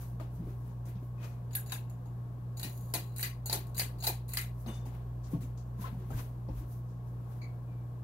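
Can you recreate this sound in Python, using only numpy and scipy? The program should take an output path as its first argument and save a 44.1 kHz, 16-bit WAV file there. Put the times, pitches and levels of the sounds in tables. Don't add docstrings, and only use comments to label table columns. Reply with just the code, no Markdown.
import sys
import numpy as np
from scipy import signal
from scipy.fft import rfft, irfft, next_fast_len
from scipy.io import wavfile
from scipy.ndimage import uniform_filter1d, map_coordinates

SR = 44100
rng = np.random.default_rng(int(sys.argv[2]) if len(sys.argv) > 2 else 0)


def boost_factor(decibels):
    exponent = np.asarray(decibels, float) / 20
    return 10 ** exponent


def master_out(mix):
    frames = np.transpose(np.atleast_2d(mix))
    ceiling = np.clip(frames, -1, 1)
    pcm = np.round(ceiling * 32767).astype(np.int16)
    wavfile.write(sys.argv[1], SR, pcm)


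N = 354167

# pitch_hz, left_minus_right_db
PORT_LEAN = [(60, 2), (110, -0.5), (200, 5), (380, 3), (700, -0.5), (1290, 11.5), (2380, 4), (4400, 7.5),
             (8120, 5.5), (15000, -3.5)]
# pitch_hz, width_hz, level_db
HOUSING_MODES = [(712, 60, 7), (860, 60, 6), (1675, 80, 6), (1884, 70, 5), (2026, 90, 6), (2447, 90, 5),
                 (2885, 100, 4), (3940, 200, 8), (4200, 200, 6), (4575, 200, 8), (6000, 200, 4),
                 (6536, 120, 7), (6996, 150, 8), (9000, 200, 6), (10300, 300, 4), (11900, 300, 7),
                 (12400, 300, 7), (13700, 300, 4)]


def along(points, hz):
    f, v = np.transpose(points)
    return np.interp(np.log(hz + 1), np.log(f + 1), v)


def unit(x):
    return x / np.sqrt(np.mean(x ** 2) + 1e-20)


def bumps(modes, hz):
    return sum(db / (1 + (2 * (hz - c) / w) ** 2) for c, w, db in modes)


def curves(tables):
    out = np.full((len(tables[0][0]) - 1, N), -200.)
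    for rows in tables:
        s, *cols = np.transpose(rows)
        k = np.arange(int(s[0] * SR), min(N, int(s[-1] * SR)))
        out[:, k] = [np.interp(k / SR, s, c) for c in cols]
    return out


def swells(start, peak, db, fall, stop=np.inf):
    rise_db, damping_db_per_s = 18.5, 2000
    t = np.arange(0, N + 64, 32)[:, None] / SR
    rising = rise_db * (peak - t) / np.maximum(peak - start, .002)
    below = np.where(t < peak, rising, fall * (t - peak))
    level = db - below - damping_db_per_s * np.maximum(t - stop, 0)
    return np.interp(np.arange(N) / SR, t[:, 0], level.max(axis=1))


def wobble(rate):
    coarse = np.arange(0, N + 16, 16)
    knots = rng.standard_normal(int(N * rate / SR) + 4)
    return np.interp(np.arange(N), coarse, map_coordinates(knots, [coarse * rate / SR]))


def ports(pair, colour_db):
    # pitch_hz, left_right_likeness
    likeness = [(60, 0.49), (130, 0.88), (290, 0.67), (640, 0.54), (1410, -0.26), (3100, 0.05),
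                (6820, -0.037), (15000, -0.07)]
    m = next_fast_len(pair.shape[1] + 4096)
    hz = np.fft.rfftfreq(m, 1 / SR)
    turn = np.arccos(np.clip(along(likeness, hz), -1, 1)) / 2
    mid, side = rfft(pair, m) * boost_factor(colour_db(hz)) * [np.cos(turn), np.sin(turn)]
    lean = boost_factor(along(PORT_LEAN, hz) / 2)
    return irfft([(mid + side) * lean, (mid - side) / lean], m)[:, :pair.shape[1]]


def rush(colour_db):
    return unit(ports(rng.standard_normal((2, N)), colour_db))


def tail(direct_db, patchy_db, length_s=.33):
    # pitch_hz, t60_s
    room_decay = [(300, 0.1), (1000, 0.24), (2800, 0.28), (7000, 0.2), (15000, 0.2)]
    blow_db, blow_t60 = -1.5, 0.0065
    n = int(length_s * SR)
    hz, t, z = signal.stft(rng.standard_normal((2, n)), SR, nperseg=256)
    patches = uniform_filter1d(rng.standard_normal(z.shape[1:]), size=4, axis=0)
    patches = unit(uniform_filter1d(patches, size=3, axis=1))
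    decay_db = 60 * t / along(room_decay, hz)[:, None]
    late = signal.istft(z * boost_factor(patchy_db * patches - decay_db), SR, nperseg=256)[1][:, :n]

    t = np.arange(n) / SR
    body = boost_factor(-60 * t / 0.022) * (1 - np.exp(-t / 0.0022))
    blow = boost_factor(blow_db - 60 * t / blow_t60) * (1 - np.exp(-t / 0.00035))
    return late * boost_factor(direct_db) * (body + blow), late * (1 - np.exp(-t / 0.0065))


def in_room(x, direct_db):
    room = sum(tail(direct_db, patchy_db=0))
    return signal.fftconvolve(x, room / np.linalg.norm(room[0]), axes=1)[:, :N]


def add(bus, s, sound):
    k = round(s * SR)
    bus[:, k:k + sound.shape[1]] += sound[:, :N - k]


def body_curve(knock, shell, snap, tick, tinkle, valley_db):
    return [(150, knock - 14), (380, knock + 3), (900, knock + 3),
            (1300, shell - 2), (2050, shell + 4), (2700, shell + 2),
            (3400, valley_db), (4400, snap), (5500, valley_db - 0.5),
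            (6800, tick + 2), (8300, tinkle - 9), (12000, tinkle - 5), (16000, tinkle - 9)]


def cracks(events, modes, gain_db, direct_db, valley_db):
    bus = np.zeros((2, N))
    for s, db, knock, shell, tick, tinkle in events:
        early_curve = body_curve(knock, shell, 2.2, tick, tinkle, valley_db)
        late_curve = body_curve(knock, shell, -9, tick, tinkle, valley_db)
        struck = [(c * (1 + rng.normal(0, .004)), w, level + rng.normal(0, 2)) for c, w, level in modes]
        crack, late = tail(direct_db, patchy_db=3.0)
        near = ports(crack[:, :SR // 20], lambda hz: along(early_curve, hz) + bumps(struck, hz))
        far = ports(late, lambda hz: along(late_curve, hz) + 0.78 * bumps(struck, hz))
        add(bus, s, boost_factor(db + gain_db) * near)
        add(bus, s, boost_factor(db + gain_db) * far)
    return bus


def thuds(events):
    bus, t = np.zeros((2, N)), np.arange(SR // 3) / SR
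    for s, db, hz, t60 in events:
        octaves, phases = np.r_[0, rng.normal(0, .4, size=11)], rng.random(12)
        ring = sum(boost_factor(-14 * abs(u)) * np.sin(2 * np.pi * (hz * 2 ** u * t + p))
                   for u, p in zip(octaves, phases))
        ring = 1.6 * ring / np.std(ring[:len(t) // 4])
        envelope = boost_factor(db - 60 * t / t60) * (1 - np.exp(-t / 0.014)) ** 2
        add(bus, s, (envelope * ring)[None] * boost_factor([[.5], [-.5]]))
    return bus


def rings(events, rise_s, split):
    bus, t = np.zeros((2, N)), np.arange(SR // 5) / SR
    for (s, db, hz, t60), chance in zip(events, rng.standard_normal((len(events), 4))):
        turns = hz * t + np.array([[0], [.25]]) * min(hz / 900, 1)
        trio = np.sin(2 * np.pi * turns)
        for u, p in chance.reshape(2, 2):
            trio = trio + .5 * np.sin(2 * np.pi * (turns * (1 + split * u) + p))
        lean_db = along(PORT_LEAN, hz) / 2 * np.array([[1], [-1]])
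        add(bus, s, boost_factor(db - 60 * t / t60 + lean_db) * (1 - np.exp(-t / rise_s)) * trio)
    return bus


def motor():
    # pitch_hz, level_db
    hum_tones = [(16.2, -72), (58.4, -49), (81.8, -62), (117, -60), (120.03, -40.7), (178.4, -58),
                 (240.06, -68), (711, -75), (1093, -74)]
    # pitch_hz, density_db
    air_colour = [(12, -35.5), (25, -3.5), (55, -1.5), (80, 1), (120, 0.5), (155, 2.5), (230, -5),
                  (320, -5.5), (480, -9.5), (1050, -14.5), (1300, -24), (2000, -32), (5000, -40),
                  (16000, -41)]
    # pitch_hz, width_hz, level_db
    whine_humps = [(1101, 42, 5), (1640, 240, 4), (12800, 1700, 8.5)]
    beat_peak_s, beat_period_s, beat_depth = 4.98, 5.9, 0.4
    air_level_db = -52.5

    t = np.arange(N) / SR
    beat = 1 + beat_depth * np.cos(2 * np.pi * (t - beat_peak_s) / beat_period_s)
    tones = np.zeros(N)
    for k, (hz, db) in enumerate(hum_tones):
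        tone = boost_factor(db + 0.14 * wobble(17)) * np.cos(2 * np.pi * hz * (t - .2))
        tones += tone * (beat if k == 1 else 1)
    air = rush(lambda hz: along(air_colour, hz) + bumps(whine_humps, hz))
    return np.sqrt(2) * tones + boost_factor(air_level_db + .8 * wobble(3)) * air


def footfalls():
    # start_s, peak_db, pitch_hz, t60_s
    heels = [(.13, -38.5, 172, 0.11), (0.375, -32.5, 161, 0.23), (0.442, -29, 51, 0.1),
             (0.951, -22, 147, 0.071), (2.641, -30.5, 156.5, 0.13), (4.665, -31, 218, 0.12),
             (5.321, -28.5, 158.5, 0.26), (5.329, -34, 50.3, 0.17), (5.781, -35.5, 181, 0.17),
             (5.912, -33, 170, 0.19), (6.108, -29, 106, 0.23), (6.121, -37, 44.4, 0.36),
             (6.482, -34.5, 55, 0.3), (6.571, -35.5, 59.2, 0.3)]
    # start_s, peak_db, pitch_hz
    board_hits = [(0.199, -44, 294), (.41, -45, 300), (0.461, -39.5, 334), (.5, -48, 359),
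                  (0.869, -47, 305), (0.999, -44.5, 255), (4.661, -37, 331), (4.67, -48, 617),
                  (4.849, -44, 261), (5.332, -34.5, 280), (5.42, -41.5, 279), (5.93, -44, 747),
                  (5.985, -39.5, 372), (6.129, -40, 296), (6.479, -38, 300), (6.6, -43, 288)]
    # start_s, peak_db, pitch_hz, t60_s
    creaks = [(.199, -45, 1200, .05), (.207, -40, 614, 0.052), (1.18, -66, 2500, 0.44),
              (1.23, -60, 2460, 0.36), (4.66, -39, 201, .08), (4.66, -48, 1200, 0.046),
              (4.69, -49.5, 1100, .08), (4.855, -51, 885, 0.052), (5.31, -48, 505, 0.17),
              (5.34, -49.5, 670, 0.14), (5.4, -48, 363, .12), (5.788, -47, 1000, .06),
              (5.84, -38, 1035, 0.13), (5.85, -49, 1320, 0.14), (5.79, -52, 192, 0.092),
              (5.92, -43, 193, .12), (6.104, -49, 765, .07), (6.104, -51, 1300, 0.052),
              (6.13, -47.5, 1570, 0.062), (6.16, -58, 1580, .06), (6.178, -52, 1050, .08),
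              (6.195, -47, 990, 0.095), (6.486, -30.5, 170, 0.094), (6.487, -45, 530, .08),
              (5.333, -28, 276, .08), (5.338, -50, 1100, .07), (.203, -47, 292, 0.29),
              (6.105, -39, 240, .06)]
    # start_s, peak_db, knock_db, brightness_db
    sole_taps = [(0.1993, -57, 16.5, -0.5), (.209, -62, 10, -6), (0.854, -58.5, 10, 3),
                 (.955, -62, 10, -11), (4.662, -52.5, 9, -4), (4.685, -56, 12, -4),
                 (4.8545, -56.5, 14.5, 3.5), (5.33, -61, 14, -6), (5.242, -75, -2, 3), (5.4184, -56, -7, 4),
                 (5.5785, -80, 2.7, 2), (6.1024, -57.5, 18, 3.5), (6.4865, -58.5, 16.5, -14)]
    shell_db, tick_db, tinkle_db = -5, -6, -0.5
    board_t60, board_ref_hz, board_damping = 0.14, 300, 0.32

    boards = [(s, db, hz, board_t60 * (board_ref_hz / hz) ** board_damping) for s, db, hz in board_hits]
    taps = [(s, db, knock, shell_db, tick_db + bright, tinkle_db + bright)
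            for s, db, knock, bright in sole_taps]
    tapping = cracks(taps, [], gain_db=6.0, direct_db=-2.5, valley_db=-7.0)
    return thuds(heels + boards) + rings(creaks, rise_s=0.0022, split=0.046) + tapping


def rubbing():
    # start_s, peak_s, sole_db, cloth_db
    scuffs = [(-.05, 0.02, -58.5, -53.5), (0.196, 0.198, -55, -67), (.28, 0.362, -80, -64.5),
              (.34, 0.502, -62.5, -65.5), (0.398, 0.693, -72, -66.5), (0.836, 0.889, -58.5, -63),
              (.97, 1.034, -74, -67), (1.178, 1.246, -51, -58), (4.54, 4.582, -85, -64.5),
              (4.53, 4.61, -84, -61), (4.655, 4.687, -51.5, -59), (4.66, 4.76, -58.5, -66),
              (4.84, 4.86, -70, -68), (4.798, 4.952, -60, -68.5), (5.242, 5.323, -59.5, -59.5),
              (5.405, 5.407, -58.5, -60), (5.779, 5.821, -51.5, -52), (5.785, 5.852, -49, -55.5),
              (5.85, 6.023, -63, -67), (6.095, 6.115, -57.5, -60), (6.08, 6.188, -49.5, -50.5),
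              (6.464, 6.598, -62, -61.5), (6.63, 6.728, -71, -59), (7.03, 7.083, -89, -71.5),
              (7.26, 7.324, -68, -63.5), (7.405, 7.42, -75, -71), (7.65, 7.738, -72, -92)]
    # start_s, peak_s, level_db
    grit_strokes = [
        (1.196, 1.245, -58),
        (4.678, 4.745, -58.5),
        (5.23, 5.244, -61),
        (5.405, 5.412, -65),
        (5.573, 5.576, -62),
        (6.14, 6.193, -56),
        (6.8, 6.92, -74),
    ]
    # pitch_hz, density_db
    rub_colours = [
        [(300, -2), (700, -4), (1500, -8.5), (2500, -11), (4500, -18.5), (9000, -51)],
        [(2000, -13), (4000, -4), (6500, 2.5), (9000, -8), (16000, -15.5)],
        [(5000, -28), (9000, -6.5), (12500, 0.5), (16000, -4)],
    ]
    stroke_fall, grit_fall = 165, 212
    grit_under_cloth_db = -8.5

    start, peak, sole, cloth = np.transpose(scuffs)
    sole_db = swells(start, peak, sole, stroke_fall)
    cloth_db = swells(start, peak, cloth, stroke_fall)
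    grit_db = np.maximum(swells(*np.transpose(grit_strokes), grit_fall), cloth_db + grit_under_cloth_db)
    out = np.zeros((2, N))
    for db, colour in zip((sole_db, grit_db, cloth_db), rub_colours):
        out += boost_factor(db + 1.7 * wobble(40)) * rush(lambda hz: along(colour, hz))
    return out


def lamp():
    # pitch_hz, width_hz, level_db
    lamp_modes = [(833, 300, 14), (1610, 230, 12), (2680, 330, 7.5), (3740, 540, 11), (4620, 400, 7.5),
                  (6000, 220, -2), (6820, 83, 18.5), (8600, 130, -5), (10760, 270, 10), (11800, 1100, 8)]
    # start_s, peak_db, knock_db, tick_db, tinkle_db (the last three over the snap band)
    lamp_pulls = [
        (1.509, -53, -1, -15, 2),
        (1.5318, -44.5, -21, -1, -2),
        (1.5516, -34, -10, -5, 13.5),
        (1.561, -45, -12, -8, 5),
        (1.661, -50, -7, 3, 8),
        (1.696, -44, -24, -1, 0),
        (1.7205, -29.5, -6, -6, 6),
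        (1.8977, -56.5, 1, 4.5, 9),
        (2.0568, -61.5, 13, 8.5, 4),
    ]
    shell_db = -6
    contacts = [(s, db, knock, shell_db, tick, tinkle) for s, db, knock, tick, tinkle in lamp_pulls]
    return cracks(contacts, lamp_modes, gain_db=-6.0, direct_db=4.5, valley_db=-8.0)


def bead_ticks(rate):
    hits = rng.random((2, N)) < rate / SR
    return hits * rng.standard_normal((2, N)) * boost_factor(2.5 * rng.exponential(size=(2, N)))


def chain():
    # start_s, end_s, first_db, last_db
    rattles = [
        (1.51, 1.56, -63, -50),
        (1.662, 1.73, -62, -54),
        (2.568, 2.639, -53.5, -40.5),
        (2.654, 2.7, -52, -52),
        (3.0, 3.16, -63, -66.5),
        (3.161, 3.24, -45, -52),
        (3.464, 3.536, -46.5, -39),
        (3.744, 3.8, -51, -51.5),
        (3.982, 4.076, -61, -29.5),
        (4.28, 4.38, -55, -48),
    ]
    # pitch_hz, density_db
    bead_colour = [(880, -37), (1500, -7.5), (1690, -9.5), (1960, -12), (2860, -6.5), (3380, -43),
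                   (4000, 1), (4590, -8), (5940, -34), (6760, 1), (7390, -10.5), (12400, -5), (16000, -3)]
    # time_s, level_db
    drag_level = [
        (2.66, -70),
        (2.7, -56),
        (2.8, -59),
        (2.936, -63),
    ]
    # pitch_hz, width_hz, level_db
    drag_modes = [(4510, 120, -6), (6760, 33, 1), (8100, 65, -12), (9020, 66, -4), (10300, 36, -5),
                  (10800, 92, -2), (11200, 140, -3), (12000, 53, -5.5), (12500, 160, 0), (13500, 180, -8),
                  (14500, 140, -2), (15300, 31, -9)]
    # pitch_hz, density_db
    drag_fill = [(2000, -16), (4500, -6), (5600, -13), (6800, -1), (8000, -7), (12000, -1), (16000, 0)]
    drag_ring_db = 10

    pull_db = curves([[(a, first), (b, last)] for a, b, first, last in rattles])[0]
    beads = ports(bead_ticks(600), lambda hz: along(bead_colour, hz) + .5 * bumps(HOUSING_MODES, hz))
    taut = [(c, w + 250, max(db + drag_ring_db, 0)) for c, w, db in drag_modes]
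    slide = ports(bead_ticks(3600), lambda hz: along(drag_fill, hz) + bumps(taut, hz))
    sliding = boost_factor(curves([drag_level])[0]) * unit(slide)
    return in_room(boost_factor(pull_db) * unit(beads) + sliding, direct_db=15)


def fittings():
    # start_s, peak_db,
    # pitch_hz, t60_s
    fitting_rings = [(1.552, -28, 11700, 0.11), (1.552, -49, 1660, 0.13), (1.552, -44, 4350, .04),
                     (1.721, -46, 816, 0.047), (1.721, -45.5, 1027, 0.12), (1.721, -55, 1680, 0.14),
                     (1.721, -46, 2710, 0.13), (1.721, -36.5, 3870, 0.063), (1.722, -46, 6040, 0.075),
                     (2.572, -47, 6820, 0.13), (2.632, -49, 2450, 0.19), (2.632, -53, 1895, .2),
                     (2.632, -51, 2850, 0.23), (2.939, -41.5, 1010, 0.14), (2.939, -46, 1396, 0.13),
                     (2.945, -45, 2470, 0.2), (2.939, -36, 4400, .05), (2.95, -56, 4040, 0.29),
                     (2.94, -42, 6530, 0.14), (2.97, -55, 2820, 0.24), (3.229, -39, 1660, 0.071),
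                     (3.236, -39.5, 2020, 0.17), (3.23, -46, 2450, 0.2), (3.229, -46, 4700, 0.24),
                     (3.459, -41.5, 6860, 0.13), (3.5, -52, 695, 0.17), (3.53, -48.5, 1420, 0.15),
                     (3.53, -41, 713, 0.19), (3.53, -42, 856, 0.14), (3.529, -31, 4510, 0.076),
                     (3.768, -45, 6870, .1), (3.796, -40, 4300, .04), (3.797, -32, 4620, 0.09),
                     (3.8, -43, 2040, 0.14), (3.8, -48, 2490, 0.23), (4.04, -36, 887, 0.09),
                     (4.072, -45, 860, 0.13), (4.074, -41, 2450, 0.18), (4.0745, -20, 12340, 0.04),
                     (4.072, -43, 6590, .1), (4.373, -39, 1700, 0.054), (4.373, -40, 2937, 0.098),
                     (4.378, -39, 2027, 0.19), (4.375, -45, 2450, .2), (4.373, -42, 4130, 0.07),
                     (1.662, -54, 6860, 0.18), (1.695, -54, 7200, 0.14), (1.5324, -55, 4800, 0.024),
                   (1.553, -35, 10200, .05), (3.787, -48, 6900, .06), (3.769, -44, 4700, .06),
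                   (4.003, -48, 6700, .1), (4.003, -50, 4300, 0.076), (4.07, -29, 5000, .04),
                   (4.089, -27, 13000, 0.048), (4.345, -34, 10600, .02), (4.413, -37, 12000, .04),
                   (3.228, -33, 4640, .04), (3.228, -41, 9300, .05), (3.529, -25.5, 11000, 0.064),
                   (3.459, -46, 4300, .12), (2.632, -42, 3900, .05), (4.664, -50, 3800, .04),
                   (4.68, -56, 2900, 0.33)]
    return rings(fitting_rings, rise_s=0.0028, split=0.029)


def switch():
    # start_s, peak_db, knock_db, rebound_after_s, rebound_loss_db
    snap_events = [
        (2.6305, -31.5, -3.5, 0.015, 1),
        (2.938, -21, -3.5, 0.013, 10),
        (3.2281, -23.5, -13, 0.019, 14),
        (3.5278, -21, -3, 0.012, 16),
        (3.7952, -21, -11, 0.0065, 18),
        (4.0694, -23, -1.5, .005, 7.5),
        (4.371, -23.5, -15.5, 0.017, 14),
    ]
    # start_s, peak_db, knock_db, shell_db,
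    # brightness_db
    ratchet_teeth = [(2.5712, -42.5, -3, -27, -0.5), (2.5963, -39, -1, -13, 0), (3.1619, -43.5, -7, -14, 6),
                     (3.1825, -44.5, 0, -6, 11), (3.1939, -44, 2, 2, 12), (3.208, -37, -11, -7.5, 5.5),
                     (3.458, -39.5, 2, -26, 10), (3.497, -25.5, -2.5, -16.5, -4.5),
                     (3.6686, -55.5, -10, -18, 4.5), (3.7458, -49.5, -17, -19, 6),
                     (3.768, -43, 2, -14, 5.5), (3.7792, -34, -14, -6.5, 7.5), (3.787, -40, -16, -9, 12),
                     (3.9844, -60, -18, -26, -3), (4.003, -48, -21, -18, -6), (4.0252, -35.5, -2, -14, -10),
                     (4.0381, -30, -12.5, -12, 1.5), (4.044, -31, -4, -7, -2.5), (4.084, -31, 5, -20, -4),
                     (4.291, -47, 5, -7, 9), (4.335, -38, -1.5, -1.5, 8.5), (4.281, -54, -11, -15, 8),
                     (4.32, -46, -8, -11, 0), (4.345, -45, -15, -4, 5), (4.354, -51, -16, -8, -6.5),
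                     (4.413, -40, -6, -11, 1.5)]
    snap_colour, rebound_colour = (-10.5, -9.5, 3.55), (-5.5, -15, -2.4)  # shell_db, tick_db, tinkle_db
    tooth_tick_db, tooth_tinkle_db = -10, 3.2
    shell_takes, usual_knock_db = 0.55, -8.5
    hard_rebound_db, brightens = -4, 0.31
    ceiling_hz, ceiling_t60, ceiling_db = 340.8, 0.21, -17

    blows, thumps = [], []
    for s, db, knock, after, loss in snap_events:
        to_shell = shell_takes * (usual_knock_db - knock)
        shell, tick, tinkle = snap_colour
        blows.append((s, db, knock, shell + to_shell, tick, tinkle))
        shell, tick, tinkle = rebound_colour
        tinkle += brightens * (hard_rebound_db - loss)
        blows.append((s + after, db - loss, knock, shell + to_shell, tick, tinkle))
        thumps.append((s, db + knock + ceiling_db, ceiling_hz, ceiling_t60))
    teeth = [(s, db, knock, shell, tooth_tick_db + bright, tooth_tinkle_db + bright)
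             for s, db, knock, shell, bright in ratchet_teeth]
    contacts = cracks(teeth + blows, HOUSING_MODES, gain_db=-4.5, direct_db=7.0, valley_db=-9.5)
    return thuds(thumps) + contacts


def shade():
    # start_s, peak_s, damped_at_s, lowest_mode_db, upper_modes_db
    rocks = [
        (4.655, 4.67, 4.75, -70, -63),
        (4.67, 4.69, 4.75, -59, -64),
        (4.66, 4.715, 4.75, -58, -65),
        (4.69, 4.757, 4.785, -58, -67),
        (4.8, 4.815, 4.858, -69, -80),
    ]
    # pitch_hz, level_db, joins_at_s
    glass_modes = [(3569, 0, 4.684), (4818, -3, 4.725), (5800, 0, 4.738), (6320, 3, 4.676),
                   (8080, -1, 4.677), (9555, 3, 4.664), (10370, 4, 4.71), (13550, 2, 4.669)]
    low_fall, upper_fall = 70, 110
    loss_db_per_cycle = .008

    start, peak, stop, low, upper = np.transpose(rocks)
    live = slice(int(start[0] * SR), int(stop[-1] * SR) + SR // 20)
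    low_db = swells(start, peak, low, low_fall, stop)[live]
    upper_db = swells(start, peak, upper, upper_fall, stop)[live]
    out, t = np.zeros((2, N)), np.arange(N)[live] / SR
    lag = np.array([[0], [.15]])
    for k, (hz, db, joins) in enumerate(glass_modes):
        swell = 3.2 * wobble(70)[live] - 3000 * np.maximum(joins - t, 0)
        waver = .16 * wobble(120)[live]
        held_db = upper_db - loss_db_per_cycle * hz * (t - t[0]) if k else low_db
        tone = np.sin(2 * np.pi * (hz * t + lag + waver))
        out[:, live] += boost_factor(db + held_db + swell) * tone * boost_factor([[2], [-2]])
    return out


def hinge():
    # time_s, pitch_hz, level_db, pitch_scatter
    squeaks = [
        [(7.408, 2220, -80, .06), (7.417, 2220, -59, .06), (7.455, 2240, -60, .045), (7.47, 2220, -69, .045),
         (7.54, 2120, -84, .06)],
        [(7.665, 2470, -82, .014), (7.7, 2390, -74, .012), (7.75, 2330, -74, .01), (7.785, 2320, -79, .014),
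         (7.85, 2300, -90, .02)],
    ]
    hinge_db, firm_db, overtones_grow = -0.5, -60, 1.1

    hz, db, scatter = curves(squeaks)
    scatter = np.maximum(scatter, 0)
    over_db = overtones_grow * (db - firm_db)
    turns = np.cumsum(np.maximum(hz, 0) * (1 + scatter * wobble(750))) / SR
    slips = sum(boost_factor(level_db + (k > 0) * over_db) * np.sin(2 * np.pi * (k + 1) * turns)
                for k, level_db in enumerate([3, -4, -13, -20]))
    grip = boost_factor(db + hinge_db + 80 * scatter * wobble(500))
    return in_room(grip * slips * boost_factor([[3], [-3]]), direct_db=18)


def scene():
    person = footfalls() + rubbing()
    fan = lamp() + chain() + fittings() + switch() + shade()
    return motor() + person + fan + hinge()


def band_limit(x):
    return signal.sosfilt(signal.butter(12, 16820, fs=SR, output="sos"), x)


def record(dry):
    top_hz = 15750
    m = next_fast_len(N + 4096)
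    hz = np.fft.rfftfreq(m, 1 / SR)
    limit = boost_factor(-48 * np.clip((hz - top_hz) / 150, 0, 1))
    mix = irfft(rfft(dry, m) * limit, m)[:, :N]
    return band_limit(mix)


dry = scene()
out = record(dry)
master_out(out)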